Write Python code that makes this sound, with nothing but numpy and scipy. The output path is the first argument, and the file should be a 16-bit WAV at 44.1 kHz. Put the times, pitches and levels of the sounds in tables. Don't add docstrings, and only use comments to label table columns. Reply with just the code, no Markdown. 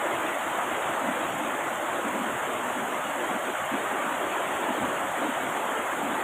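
import sys
import numpy as np
from scipy import signal
from scipy.io import wavfile
from scipy.ndimage import uniform_filter1d

SR = 44100
rng = np.random.default_rng(int(sys.argv[2]) if len(sys.argv) > 2 else 0)


def wav_out(sig):
    wavfile.write(sys.argv[1], SR, np.round(np.clip(np.atleast_2d(sig).T, -1, 1) * 32767).astype(np.int16))


N = 274743

# f/Hz, level/dB (per Hz)
RUMBLE_SPECTRUM = [(20, -45), (45, -30), (70, -1), (90, -2), (160, -1), (200, -3), (300, -36), (550, -100)]
# f/Hz, level/dB (per Hz)
SPRAY_SPECTRUM = [(1200, -90), (2500, -47), (3500, -12.5), (7600, 1.5), (8730, -0.5), (9340, -7.5),
                  (10000, -4), (11000, -8), (11500, -10), (12200, -7), (13300, -8), (13800, -12),
                  (14800, -9)]
# f/Hz, level/dB (per Hz)
SLOSH_SPECTRUM = [(120, -90), (240, -31), (310, -4.5), (350, 2), (430, -6), (500, -3), (620, -37),
                  (1100, -100)]
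# f/Hz, level/dB (per Hz)
CHURN_SPECTRUM = [(40, -90), (100, -31), (170, -11), (237, 2.5), (310, 2.5), (350, -15.5), (450, -45),
                  (800, -100)]
# f/Hz, level/dB (per Hz)
ROAR_SPECTRUM = [(250, -78), (430, -20.5), (520, -2.5), (600, 0.5), (770, -0.5), (1310, -3), (2050, -9),
                 (2490, -13), (3400, -14.5), (4420, -26), (7480, -110)]

# t/s, level/dB
ROAR_SWELL = [(0, -29), (1.2, -29), (1.42, -30), (1.6, -29.2), (2.1, -30), (3.65, -30), (3.75, -28),
              (3.8, -30), (3.95, -29), (4.9, -29), (5.1, -30), (5.2, -29), (6.0, -29.5), (6.23, -28.5)]
# start t/s, length t/s, level/dB
COLLAPSES = [(0.224, 0.026, -38), (0.61, 0.15, -44), (1.005, 0.15, -35), (1.19, 0.031, -36),
             (1.345, 0.073, -37), (1.48, 0.028, -36), (2.055, 0.16, -32.5), (2.268, 0.066, -36.5),
             (2.545, 0.13, -42.5), (2.767, 0.074, -38), (3.297, 0.071, -35), (3.72, 0.032, -32.5),
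             (4.042, 0.029, -35), (4.12, 0.056, -38.5), (4.461, 0.047, -38), (4.695, 0.21, -34.5),
             (5.193, 0.1, -36), (5.414, 0.055, -37), (5.64, 0.049, -43), (6.028, 0.126, -35)]
# start t/s, length t/s, level/dB
THUMPS = [(.13, .06, -46.5), (.25, .05, -49), (.73, .04, -46), (.86, 0.065, -47), (1.25, .14, -42.5),
          (1.74, .04, -50), (1.9, 0.033, -50), (2.29, .07, -45), (2.41, 0.055, -45.5), (2.55, 0.049, -43.5),
          (2.73, 0.028, -45.5), (3.72, .03, -48), (4.13, 0.15, -48), (4.54, 0.045, -48), (4.8, .16, -43.5),
          (5.04, .09, -46), (5.43, 0.073, -47), (5.77, .05, -51), (5.97, 0.036, -47), (6.17, 0.045, -48)]
# start t/s, length t/s, slosh level change/dB, churn level change/dB
LULLS = [(0.354, 0.19, -6, -1.5), (.82, 0.068, -1.5, -6), (1.355, 0.083, -11, 1.5), (1.697, 0.1, -8, -1.5),
         (2.415, 0.037, -2, -9), (3.021, 0.16, -11, -3), (3.402, .03, 0, -7), (3.55, 0.18, -12, -11),
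         (4.0, .16, -7, 0.5), (4.36, 0.049, 1.5, -4), (5.098, .05, -6, -7), (5.363, .04, -5, -6),
         (5.858, 0.059, -7, -4)]
# f/Hz, level/dB
CANCELLED_BAND = [(2000, 0), (2500, -1.5), (3300, -1), (3770, -6), (4250, -18.5), (4500, -19.5),
                  (4800, -28.5), (5450, -21.5), (5800, -13), (6200, -9), (6560, -0.5), (7200, 0)]

CHURN_DB, SLOSH_DB, RUMBLE_DB = -42.5, -38.5, -52.5
SPRAY_DB, WHINE_DB = -44, -56
WHINE_HZ, WHINE_WIDTH_HZ, WHINE_FLUTTER_DB = 4360, 94, 1.8
RISE_S, FALL_S = 0.02, 0.022
HEAVE_S = 0.039
ROAR_HEAVE_DB, CHURN_HEAVE_DB, SLOSH_HEAVE_DB, RUMBLE_HEAVE_DB = 0.28, 1.4, 1.2, 2
LOW_CUT_HZ, EDGE_HZ = 177, 15490
HOP, SIZE = 128, 512
TICKS = np.arange(0, N / SR + 0.002, 0.002)


def amp(db):
    return 10 ** (np.asarray(db) / 20)


def evened(x):
    return x / np.sqrt(np.mean(x ** 2) + 1e-20)


def read(points, hz):
    f, value = np.transpose(points)
    return np.interp(np.log(hz + 1), np.log(f + 1), value)


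def curve(rows):
    return np.interp(np.arange(N) / SR, *np.transpose(rows))


def smoothed_twice(x, span):
    return uniform_filter1d(uniform_filter1d(x, span), span)


def heave(depth_db):
    span = max(1, round(HEAVE_S * SR))
    return amp(depth_db * evened(smoothed_twice(rng.standard_normal(N), span)))


def bump(start, length):
    corners = [start - RISE_S, start, start + length, start + length + FALL_S]
    return np.interp(TICKS, corners, [0, 1, 1, 0])


def swelled(rows, steady):
    power = sum((amp(db) * bump(start, length)) ** 2 for start, length, db in rows)
    return np.sqrt(steady ** 2 + curve(np.transpose([TICKS, power])))


def lulled(db, column):
    change_db = sum(row[column] * bump(*row[:2]) for row in LULLS)
    return amp(db + curve(np.transpose([TICKS, change_db])))


def wash(colour, patchy_db, patch_s, patch_hz, flicker_db, size):
    hop = size // 4
    hz = np.fft.rfftfreq(size, 1 / SR)
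    frames = N // hop + 5
    real, imaginary, patches = rng.standard_normal((frames, len(hz), 3)).T
    patches = uniform_filter1d(patches, max(1, round(patch_hz * size / SR)), 0)
    patches = evened(uniform_filter1d(patches, max(1, round(patch_s * SR / hop)), 1))
    flicker = uniform_filter1d(rng.standard_normal(frames), size=4)
    flicker = evened(flicker - uniform_filter1d(flicker, size=24))
    level_db = read(colour, hz)[:, None] + patchy_db * patches + flicker_db * flicker
    spectra = (real + 1j * imaginary) * amp(level_db)
    return evened(signal.istft(spectra, nperseg=size, noverlap=size - hop)[1][:N])


def bubbles(colour, lo_hz, hi_hz, per_s, cycles, spread_db, rise, count):
    chance, big = rng.random(N), rng.exponential(1, N)
    strikes = amp(spread_db * np.minimum(big, 4)) * (chance < per_s / SR)
    kind, out = rng.integers(0, count, N), np.zeros(N)
    for k, hz in enumerate(np.geomspace(lo_hz, hi_hz, count)):
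        turns = np.arange(int(5 * cycles * SR / hz)) * hz / SR
        envelope = (1 - np.exp(-turns / 0.25)) * np.exp(-turns / cycles)
        ring = envelope * np.sin(2 * np.pi * turns * (1 + rise * turns))
        ring *= amp(read(colour, hz)) * np.sqrt(hz) / np.linalg.norm(ring)
        out += signal.oaconvolve(strikes * (kind == k), ring)[:N]
    return evened(out)


def whine():
    radius = np.exp(-np.pi * WHINE_WIDTH_HZ / SR)
    turn = np.exp(2j * np.pi * WHINE_HZ * np.arange(N) / SR)
    two_poles = np.convolve([1, -radius], [1, -radius])
    slow = signal.lfilter([1], two_poles, rng.standard_normal(N) / turn)
    flutter = evened(smoothed_twice(rng.standard_normal(N), 3000))
    return amp(WHINE_DB) * evened((turn * slow).real * amp(WHINE_FLUTTER_DB * flutter))


def rumble():
    gain = swelled(THUMPS, amp(RUMBLE_DB) * heave(RUMBLE_HEAVE_DB))
    return gain * wash(RUMBLE_SPECTRUM, patchy_db=1.5, patch_s=0.06, patch_hz=60, flicker_db=-1.1, size=2048)


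def spray():
    hiss = wash(SPRAY_SPECTRUM, patchy_db=1.3, patch_s=0.02, patch_hz=300, flicker_db=0.6, size=512)
    return amp(SPRAY_DB) * hiss


def slosh():
    lumps = wash(SLOSH_SPECTRUM, patchy_db=2.5, patch_s=0.07, patch_hz=80, flicker_db=1.3, size=1024)
    gurgles = bubbles(SLOSH_SPECTRUM, 320, 495, per_s=150, cycles=3.9, spread_db=4.0, rise=0.0203, count=8)
    gain = lulled(SLOSH_DB, column=2) * heave(SLOSH_HEAVE_DB)
    return gain * evened(lumps + amp(-6.5) * gurgles)


def churn():
    lumps = wash(CHURN_SPECTRUM, patchy_db=2.0, patch_s=0.054, patch_hz=90, flicker_db=2.0, size=1024)
    gulps = bubbles(CHURN_SPECTRUM, 171, 343, per_s=65, cycles=4.1, spread_db=4.5, rise=0.0087, count=10)
    gain = swelled(COLLAPSES, lulled(CHURN_DB, column=3) * heave(CHURN_HEAVE_DB))
    return gain * evened(lumps + amp(-6.5) * gulps)


def roar():
    far = wash(ROAR_SPECTRUM, patchy_db=2.2, patch_s=0.045, patch_hz=110, flicker_db=0.3, size=1024)
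    near = bubbles(ROAR_SPECTRUM, 508, 3003, per_s=2500, cycles=4.7, spread_db=2.0, rise=0.0063, count=36)
    return amp(curve(ROAR_SWELL)) * heave(ROAR_HEAVE_DB) * evened(far + amp(-5.5) * near)


def scene():
    return (whine() + rumble() + spray() + slosh() + churn() + roar())[None]


def record(dry):
    hz, _, spectra = signal.stft(dry[0], SR, nperseg=SIZE, noverlap=SIZE - HOP)
    ragged = uniform_filter1d(rng.standard_normal(spectra.shape), 2, 0)
    ragged = evened(uniform_filter1d(ragged, 14, 1))
    band_db = read(CANCELLED_BAND, hz)[:, None]
    spectra = spectra * amp(band_db + 4.1 * ragged * np.tanh(-band_db / 6))
    heard = signal.istft(spectra, SR, nperseg=SIZE, noverlap=SIZE - HOP)[1][None, :N]
    low_cut = signal.butter(1, LOW_CUT_HZ, "high", fs=SR, output="sos")
    heard = signal.sosfilt(low_cut, heard)
    band_limit = signal.firwin(1279, EDGE_HZ, window=("kaiser", 9), fs=SR)
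    return signal.oaconvolve(heard, band_limit[None], "same")


dry = scene()
out = record(dry)
wav_out(out)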